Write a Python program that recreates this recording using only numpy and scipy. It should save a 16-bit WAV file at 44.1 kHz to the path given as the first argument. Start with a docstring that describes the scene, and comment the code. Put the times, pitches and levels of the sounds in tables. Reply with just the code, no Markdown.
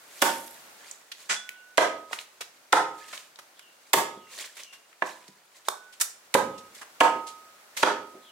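"""Open-air murmur and a thin wet sizzle lead at once into the first chop of a heavy cleaver through a duck.
Bone fractures crunch as clusters of noise grains; the round wooden block thuds and hums in damped modes.
The blade sings sine notes; rasps, pops, squelches, ticks and low thumps are shaped noise or small resonances.
Stone walls answer with a scattered echo, faint chirps come by way of them, and a limiter flattens hard blows."""
import sys
import numpy as np
from scipy import signal
from scipy.fft import rfft, irfft, next_fast_len
from scipy.io import wavfile
from scipy.ndimage import uniform_filter1d, minimum_filter1d

SR = 44100
rng = np.random.default_rng(int(sys.argv[2]) if len(sys.argv) > 2 else 0)


def pcm_store(signal):
    """Save signal as 16-bit PCM."""
    levels = np.round(np.clip(np.atleast_2d(signal), -1, 1) * 32767)
    wavfile.write(sys.argv[1], SR, levels.astype(np.int16).T)


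N = 366471
TIME = np.arange(N) / SR
AFTER = TIME[:SR]  # the second that follows a contact


def amp(db):
    """Decibels to gain."""
    return 10 ** (np.asarray(db) / 20)


def at_hz(points, hz):
    """Read a spectrum on a log-frequency axis."""
    point_hz, value = np.transpose(points)
    return np.interp(np.log(np.maximum(hz, 1)), np.log(point_hz), value)


def in_time(rows):
    """Gain of a level curve at every sample."""
    return amp(np.interp(TIME, *np.transpose(rows)))


def add(out, s, sound):
    """Mix a sound in at time s."""
    start = round(s * SR)
    n = min(sound.shape[-1], N - start)
    out[:, start:start + n] += sound[..., :n]


def burst(x, db):
    """Scale a short sound to the energy of 10 ms at this rms level."""
    energy = np.sum(np.atleast_2d(x) ** 2, axis=-1).mean()
    return x * amp(db) / np.sqrt(energy * 100 / SR)


def low_pass(x, hz, order=2):
    """Causal Butterworth low-pass."""
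    return signal.sosfilt(signal.butter(order, min(hz, .45 * SR), fs=SR, output="sos"), x)


def high_pass(x, hz):
    """Causal Butterworth high-pass."""
    return signal.sosfilt(signal.butter(2, hz, "high", fs=SR, output="sos"), x)


def panned(x, db):
    """Lean a sound to the right: the right channel gains db against the left."""
    return x * amp([[-db / 2], [db / 2]])


def stereo_noise(n, colour, side_db, grain_db=0):
    """Noise of rms 1 with colour(Hz) in dB, in grains of uneven size; the two sides differ mostly in the treble."""
    size = next_fast_len(n)
    hz = np.arange(size // 2 + 1) * SR / size
    grain_sizes = np.clip(rng.standard_normal(size // 32 + 1), -2.5, 2.5)
    grains = amp(grain_db * np.repeat(grain_sizes, 32)[:size])
    spectra = rfft(rng.standard_normal((2, size)) * grains) * amp(colour(hz))
    side_gain = amp(side_db) * (hz + 100) / np.hypot(hz, 1100)
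    mid, side = irfft(spectra * [np.ones_like(hz), side_gain], size)[:, :n]
    pair = np.array([mid + side, mid - side])
    return pair / pair.std()


def ring(hz, t60, delay=0, size=SR):
    """A struck mode: a sine that falls 60 dB in t60 seconds."""
    t = np.maximum(AFTER[:size] - delay, 0)
    return np.sin(2 * np.pi * hz * t) * amp(-60 * t / t60)


def crunch(colour, length, grain_db, side_db=-1):
    """A cluster of tiny fractures that swells quickly and dies away."""
    t = AFTER[:SR // 5] / length
    return stereo_noise(len(t), colour, side_db, grain_db) * t * np.exp(-1.6 * t)


def contact(db, centre_hz, octaves, length):
    """A short crunch around one broad resonance."""
    def colour(hz):
        return -30 * np.log10(1 + (np.log2((hz + 1) / centre_hz) / octaves) ** 2 / 3)
    return burst(crunch(colour, length, grain_db=2.5), db)


# murmur of the open air: (time [s], level [dB])
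AIR_LEVEL = [(0, -53.5), (.7, -50.5), (1.1, -58), (3.6, -58), (5.4, -61), (7.0, -53.5), (8.31, -56.5)]
# its relative spectrum: (frequency [Hz], density [dB per Hz])
AIR_COLOUR = [(18, -75), (30, -33.5), (364, -10.5), (499, -10), (584, -7), (1250, -10), (1350, -7.5),
              (1500, -8.5), (1630, -11), (2290, -13), (2900, -16.5), (6550, -18.5), (16000, -24)]


def open_air():
    """A bed of wide, coloured noise that slowly rises and sinks."""
    return stereo_noise(N, lambda hz: at_hz(AIR_COLOUR, hz), side_db=1.0) * in_time(AIR_LEVEL)


# strength of the walls' answer: (frequency [Hz], level [dB])
YARD_COLOUR = [(60, -7), (150, -7.5), (300, -3), (600, -6), (1200, -6), (2500, -9), (6000, -4.5),
               (10000, -8), (16000, -3.5)]
# how long it lasts: (frequency [Hz], time to fall 60 dB [s])
YARD_T60 = [(60, 1), (200, 0.58), (500, 0.46), (1200, 0.38), (3000, 0.39), (7000, 0.34), (16000, 0.21)]


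def yard(x, first_s=0.00162, build_s=0.0042):
    """Scattered reflections from rough walls build up, then die at a rate set by pitch, fastest in the top treble."""
    hz = np.arange(SR // 2 + 1.)
    white = rfft(stereo_noise(SR, np.zeros_like, side_db=-4.0))
    centres = 62.5 * 2 ** np.arange(0, 8.5, .5)  # half octaves
    onset = 1 - np.exp(-np.maximum(AFTER - first_s, 0) / build_s)
    echo = 0
    for centre, pick in zip(centres, np.eye(len(centres))):
        band = at_hz(np.transpose([centres, pick]), hz)
        decay = amp(-60 * AFTER / at_hz(YARD_T60, centre))
        tail = irfft(white * band, SR) * onset * decay
        # level the bands before the walls' colour
        level = np.sqrt(np.mean(band ** 2) * 2 / np.sum(tail ** 2))
        echo = echo + tail * amp(at_hz(YARD_COLOUR, centre)) * level
    return signal.fftconvolve(x, echo, axes=1)[:, :N]


# a chirp falls during the first share of its length, then holds its last note
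CHIRP_START_HZ, CHIRP_END_HZ, CHIRP_FALL_SHARE = 3600, 2780, .6


def whistle(start_hz, end_hz, length, waver=0.025, start_waver=.06):
    """A short tone that starts rough and glides to its last note, where it wavers less."""
    progress = np.minimum(AFTER / length, 1)
    height = (1 + np.cos(np.pi * np.minimum(progress / CHIRP_FALL_SHARE, 1))) / 2
    chance = np.repeat(rng.standard_normal(SR // 50 + 1), 50)[:SR]
    hz = (end_hz + (start_hz - end_hz) * height) * (1 + (waver + start_waver * height) * chance)
    swell = np.sqrt(np.abs(np.sin(np.pi * progress)))
    return swell * np.sin(2 * np.pi * np.cumsum(hz) / SR)


# faint distant chirps, before the walls: (time [s], level [dB], length [s])
CHIRPS = [(1.49, -50, 0.14), (3.529, -49.5, .21), (4.099, -51, 0.27), (4.529, -43, .25), (6.499, -48.5, .1),
          (8.198, -44, 0.225)]
# the edge squeaks as it is pulled from the wood: one row of (time [s], level [dB], pitch [Hz], length [s])
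SQUEAK = (3, -36, 1735, 0.02)


def chirps():
    """Unsteady sine tones: falling chirps, and one squeak around a level pitch."""
    out = np.zeros((2, N))
    for s, db, length in CHIRPS:
        add(out, s, amp(db) * whistle(CHIRP_START_HZ, CHIRP_END_HZ, length))
    s, db, hz, length = SQUEAK
    add(out, s, amp(db) * whistle(hz, hz, length))
    return out


def pops(per_s=650, pop_db=-3, spread_db=3, cycles=24, count=20, pan_db=3):
    """Tiny pockets of wet skin let go at random, each ringing for a few cycles at one of many pitches."""
    out = np.zeros((2, N))
    sizes = amp(spread_db * np.clip(rng.standard_normal(N), -2, 2))
    clicks = (rng.random(N) < per_s / SR) * sizes
    dealt = rng.integers(0, count, N)
    for k, hz in enumerate(np.geomspace(1700, 10000, count)):
        # the resonator falls 60 dB in the given number of cycles
        radius, angle = amp(-60 * hz / (cycles * SR)), 2 * np.pi * hz / SR
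        poles = [1, -2 * radius * np.cos(angle), radius * radius]
        rings = signal.lfilter([np.sin(angle)], poles, clicks * (dealt == k) + 1e-18)
        out += panned(rings, db=pan_db * rng.standard_normal())
    out = high_pass(out, 620)
    return amp(pop_db) * out / out.std()


# a stroke lies this far below its top one rise before and one fall after it; a power over 1 rounds the top
STROKE_DEPTH_DB, STROKE_POWER = 22.5, 1.21


def pressure(strokes):
    """Gain of a set of strokes: each presses in, peaks and eases off."""
    power = 0
    for s, db, rise, fall in strokes:
        away = np.minimum(np.maximum((s - TIME) / rise, (TIME - s) / fall), 4)
        power = power + amp(db - STROKE_DEPTH_DB * away ** STROKE_POWER) ** 2
    return np.sqrt(power)


HANDLING_DB = -65.5  # fingers keep working the wet meat under and between the strokes
# strokes of blade or meat over the wet wood: (time at the firmest [s], level [dB], rise [s], fall [s])
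SLIDES = [(0.3, -40.5, 0.26, 0.18), (0.55, -56, .2, .3), (0.87, -48.5, 0.13, 0.16), (1.22, -52.5, .2, .2),
          (2.13, -39.5, 0.037, 0.064), (2.2, -45.5, .06, .07), (3.04, -48.5, .14, 0.22),
          (3.15, -43, 0.11, .13), (3.88, -61, 0.13, 0.18), (4.405, -36.5, 0.13, .115),
          (4.6, -43, .075, .075), (5.075, -42.5, 0.057, 0.14), (5.24, -56, .15, 0.15),
          (5.57, -56, 0.059, .065), (5.68, -41.5, .04, .022), (6.79, -49.5, .085, .06),
          (7.81, -34, 0.0554, .04)]
# relative spectrum of the rasp: (frequency [Hz], density [dB per Hz])
SLIDE_COLOUR = [(120, -46), (200, -21.5), (590, -3.5), (806, -12), (1040, -2.5), (1350, -13.5),
                (1710, -7.5), (4600, -4), (5040, -7.5), (7270, -4), (16000, -19.5)]
# high sizzle as skin peels off the wet block: (time at the firmest [s], level [dB], rise [s], fall [s])
PEEL = [(0.36, -45.5, .36, 0.37)]
# relative spectrum of the sizzle: (frequency [Hz], density [dB per Hz])
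PEEL_COLOUR = [(1000, -33), (5000, -8), (8500, 1.5), (13000, 2.5), (15000, -12.5)]


def slides(catches_per_s=70, catch_db=3.5):
    """The edge sticks and slips on the wet grain: a rasp in uneven clumps, with small wet pops and a sizzle."""
    rasp = stereo_noise(N, lambda hz: at_hz(SLIDE_COLOUR, hz), side_db=-2.0, grain_db=1.0)
    chance = np.clip(rng.standard_normal(4000), -2, 2)
    grip = amp(catch_db * np.interp(TIME * catches_per_s, np.arange(len(chance)), chance))
    rub = rasp * grip / np.sqrt(np.mean(grip ** 2)) + pops()
    rub_gain = np.hypot(pressure(SLIDES), amp(HANDLING_DB))
    peel = stereo_noise(N, lambda hz: at_hz(PEEL_COLOUR, hz), side_db=-1.5, grain_db=5.5)
    return panned(rub / rub.std() * rub_gain + peel * pressure(PEEL), db=1.5)


SQUELCH_HZ, SQUELCH_OCTAVES = 7100, 0.57  # wet skin always squelches in the same treble band
TICK_S, THUMP_OCTAVES = 0.0021, 0.49
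# light cuts and taps of the blade through wet meat, levels before the contact cut-off: (time [s],
# knock level [dB], knock centre [Hz], knock width [octaves], squelch level [dB], contact cut-off [Hz], length [s])
TOUCHES = [(1.116, -36, 2970, 0.55, -47, 15000, .0057), (1.291, -19.5, 1540, 0.89, -20.5, 8400, 0.029),
           (2.129, -28, 1310, .7, -52, 12000, 0.0043), (2.407, -32, 1920, 1.14, -42.5, 14000, 0.0087),
           (3.127, -35.5, 1600, 0.97, -54, 12000, .011), (3.387, -42.5, 1300, 1.15, -52, 15100, 0.0072),
           (3.592, -48.5, 2200, 0.71, -51.5, 14000, 0.004), (4.567, -45, 1700, 1.1, -47, 14000, 0.0072),
           (4.725, -44.5, 1880, 1, -51, 14000, 0.016), (4.926, -55, 1890, 0.38, -66, 10000, .0055),
           (5.279, -51, 3000, .8, -55, 12000, .0046), (5.684, -22.5, 920, 0.43, -27, 15000, 0.0028),
           (5.923, -48.5, 3001, .8, -52, 14000, .015), (5.999, -35.5, 2000, 0.86, -30, 15000, .01),
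           (6.01, -28, 1510, .6, -18, 15000, 0.0077), (6.577, -47, 3500, 0.77, -48, 10000, 0.011),
           (6.745, -48, 2500, .8, -46.5, 15000, 0.0118), (6.812, -38.5, 1160, 0.61, -45, 12000, 0.011),
           (7.265, -39.5, 3500, 0.79, -41, 11000, 0.021), (7.766, -28.5, 1970, 1.1, -33, 14000, .013)]
# short bright ticks and snaps, some within a blow or tap: (time [s], level [dB], centre [Hz], width [octaves])
TICKS = [(0.479, -50, 3500, 0.63), (0.912, -38, 7100, 0.19), (1.490, -36, 2450, 0.24),
         (1.491, -42.5, 7000, .8), (2.188, -35.5, 2950, 0.3), (3.176, -40.5, 3000, 0.59),
         (3.358, -50.5, 4200, .4), (4.634, -43.5, 5760, 0.31), (5.0211, -23.5, 1810, .15),
         (5.6846, -31, 3720, 0.17), (7.0068, -11, 2630, 0.22)]
# dull low thumps, alone or under a blow or touch: (time [s], level [dB], centre [Hz], length [s])
THUMPS = [(0.221, -18.5, 348, 0.0075), (2.109, -41.5, 650, 0.0053), (2.405, -45.5, 520, .005),
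          (3.95, -35.5, 171, .025), (4.17, -45, 337, .009), (5.282, -52, 232, .01),
          (6.419, -35, 238, 0.055), (7.15, -36, 300, 0.01), (8.129, -42.5, 408, 0.03)]


def touches():
    """Light cuts knock and squelch at once; short bright ticks and dull low thumps join them or stand alone."""
    out = np.zeros((2, N))
    for s, knock_db, knock_hz, octaves, squelch_db, contact_hz, length in TOUCHES:
        knock = contact(knock_db, knock_hz, octaves, length)
        squelch = contact(squelch_db, SQUELCH_HZ, SQUELCH_OCTAVES, length)
        add(out, s, low_pass(knock + squelch, contact_hz, order=3))
    for s, db, hz, octaves in TICKS:
        add(out, s, contact(db, hz, octaves, TICK_S))
    for s, db, hz, length in THUMPS:
        add(out, s, contact(db, hz, THUMP_OCTAVES, length))
    return panned(out, db=2.0)


def blade_note(hz, t60, held, damping_db_per_s=230, swell_db=5, swell_s=0.081):
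    """The blade's note starts a little held back, swells, and is damped fast once the held time is over."""
    swell = -swell_db * np.exp(-AFTER / swell_s)
    damping = -damping_db_per_s * np.maximum(AFTER - held, 0)
    return ring(hz, t60) * amp(swell + damping)


STUCK_HZ, STUCK_T60_S = 1259.7, 0.88  # the blade's note while its edge is stuck in the wood
# faint lasting hum of block and stand: (frequency [Hz], level against the blow's hum [dB], time to fall 60 dB [s])
HUM = [(295.2, -14, 0.31), (427.8, -23, 0.62), (521, -12.5, 0.3), (663.7, -14, 0.45), (805, -13.5, 0.514),
       (913, 3, 0.48), (1087, -17, 0.28), (1699, -5, 0.143)]
# the blade rings free after a glancing contact:
# (time [s], pitch [Hz], level [dB], time to fall 60 dB [s], time until a touch damps it [s])
RINGS = [(1.300, 1483, -44, 2.65, 0.43), (1.364, 3430, -31, 0.28, 0.12), (5.022, 990, -50.5, 1.1, 0.325),
         (5.685, 1490, -49.5, 5.3, 0.216)]


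def ringing():
    """The block hums on after a blow; the blade sings one note when stuck in the wood and others when free."""
    out = np.zeros((2, N))
    for s, *_, hum_db, blade_db, held in CHOPS:
        for hz, db, t60 in HUM:
            add(out, s, amp(hum_db + db) * ring(hz, t60))
        add(out, s, amp(blade_db) * blade_note(STUCK_HZ, STUCK_T60_S, held))
    for s, hz, db, t60, held in RINGS:
        add(out, s, amp(db) * blade_note(hz, t60, held))
    return panned(out, db=6.0)


# the block's modes, damped at once by the buried edge, before each blow's scatter:
# (frequency [Hz], relative level [dB], time to fall 60 dB [s])
BLOCK_MODES = [(144.8, -31.5, 0.0865), (236.6, -26, 0.0314), (309.4, -13.5, 0.0655), (422.1, -13, 0.1033),
               (517.3, -3, 0.068), (650, -1.5, 0.056), (788, 1.5, 0.033), (989.5, 4, 0.028),
               (1155, -4, 0.04), (1439.5, 4, 0.012), (1700, 3, 0.0204), (2040, 4, 0.011),
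               (2587, -6.5, 0.0188), (3300, -14, 0.039)]
# relative spectrum of the crushed fibres: (frequency [Hz], density [dB per Hz])
WOOD_COLOUR = [(40, -36), (90, -43), (200, -17), (320, -2.5), (600, 1.5), (1000, 3.5), (1800, -0.5),
               (3500, -12.5), (8000, -9)]


def thud(contact_hz, heel_s=.0035, heel_db=-2, settle_db=-6, scatter_db=0.82,
         fibre_db=1, fibre_s=0.0038, low_hz=150, path_s=.00009):
    """Tip and heel bite into the block and the edge settles; each contact strikes every mode anew."""
    # crushed fibres fill the gaps between the modes
    fibres = crunch(lambda hz: at_hz(WOOD_COLOUR, hz), fibre_s, grain_db=3, side_db=-2.0)
    modes = 0
    for bite, db in enumerate([0, heel_db, settle_db]):
        delay = heel_s * bite * rng.uniform(0.755, 1.26)
        for k, (hz, mode_db, t60) in enumerate(BLOCK_MODES):
            strength, detune, lag = rng.standard_normal(3)
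            # each mode reaches the two microphones by its own paths
            arrival = delay + 0.000602 * abs(lag) + path_s * (2 + rng.standard_normal((2, 1)))
            mode = ring(hz * (1 + 0.05295 * detune), t60, arrival, size=fibres.shape[1])
            modes = modes + (-1) ** k * amp(db + mode_db + scatter_db * strength) * mode
    # the thud carries little deep bass
    body = burst(high_pass(modes, low_hz), 0)
    return low_pass(body + burst(fibres, fibre_db), contact_hz)


# blows: (time [s], thud level [dB], contact cut-off [Hz], bone crack level [dB], crack cut-off [Hz],
# crack lead [s], crack length [s], block hum level [dB], blade ring level [dB], time left in the wood [s])
CHOPS = [ (0.222, -9, 1950, -10.5, 14800, 0.00332, 0.00592, -22.5, -63, .2),
         (1.779, -3.5, 3350, -14.5, 7840, .0008, 0.0019, -32, -28.5, 0.463),
         (2.7287, -3.5, 2200, -15, 8400, 0.0021, .0021, -22, -29, 0.55),
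         (3.9363, -7, 3480, -10, 15100, 0.0039, 0.0049, -25.5, -33.5, 0.37),
         (5.0214, -22, 2000, -39.5, 4030, 0, 0.00272, -48, -64.5, 0.245),
         (6.3490, -7.5, 1200, -18, 11540, .0095, 0.0067, -36, -30, 0.33),
         (7.0080, -4.5, 2610, -18.5, 9200, 0.00399, 0.0055, -15.5, -22.5, .75),
         (7.83, -5, 2370, -14, 6460, 0.00156, .005, -28.5, -30.5, .7)]
# relative spectrum of breaking bone: (frequency [Hz], density [dB per Hz])
BONE_COLOUR = [(200, -21.5), (900, -7), (2000, -3.5), (3400, -1), (4900, -8.5), (8000, -6), (11000, -9.5),
               (16000, -11)]


def chops(skin_db=-15, skin_lead_s=0.0056, splinter_db=-7, splinter_s=0.0074):
    """Skin parts, bone gives way at or just ahead of the thud in the wood, and splinters crackle with it."""
    wood, bone = np.zeros((2, 2, N))
    for s, thud_db, contact_hz, crack_db, crack_hz, lead, length, *_ in CHOPS:
        add(wood, s, burst(thud(contact_hz), thud_db))
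        skin, crack, splinters = (skin_lead_s, length, skin_db), (lead, length, 0), (0, splinter_s, splinter_db)
        for early, lasts, db in [skin, crack, splinters]:
            fracture = crunch(lambda hz: at_hz(BONE_COLOUR, hz), lasts, grain_db=4.0)
            add(bone, s - early, burst(low_pass(fracture, crack_hz), crack_db + db))
    return panned(wood, db=4.0) + panned(bone, db=2.0)


def scene(light_echo_db=-2):
    """Work at the block, its echo and the open air; light contacts excite a slightly weaker echo."""
    heavy, light = chops(), touches() + slides()
    echo = yard(heavy + amp(light_echo_db) * light + chirps())
    return heavy + light + echo + ringing() + open_air()


def record(dry, ceiling_db=-3.0, release_db_per_s=210, ahead_s=0.0022, mono_below_hz=230, low_cut_hz=75):
    """Two close microphones share the bass; a look-ahead limiter ducks hard blows and lets tails swell back."""
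    mid, side = (dry[0] + dry[1]) / 2, (dry[0] - dry[1]) / 2
    side = side - signal.sosfiltfilt(signal.butter(1, mono_below_hz, fs=SR, output="sos"), side)
    heard = np.array([mid + side, mid - side])
    peak_db = 20 * np.log10(np.abs(heard).max(axis=0) + 1e-9)
    over = np.maximum(peak_db - ceiling_db, 0)
    # the gain reduction jumps up with a peak, then lets go at a steady rate
    released = release_db_per_s * TIME
    held = np.maximum.accumulate(over + released) - released
    span = max(int(ahead_s * SR), 2)
    gain_db = uniform_filter1d(minimum_filter1d(-held, 2 * span), span)
    limited = high_pass(heard * amp(gain_db), low_cut_hz)
    # steep top cut at 15.8 kHz
    return signal.sosfilt(signal.ellip(10, .1, 80, 15800, fs=SR, output="sos"), limited)


dry = scene()
out = record(dry)
pcm_store(out)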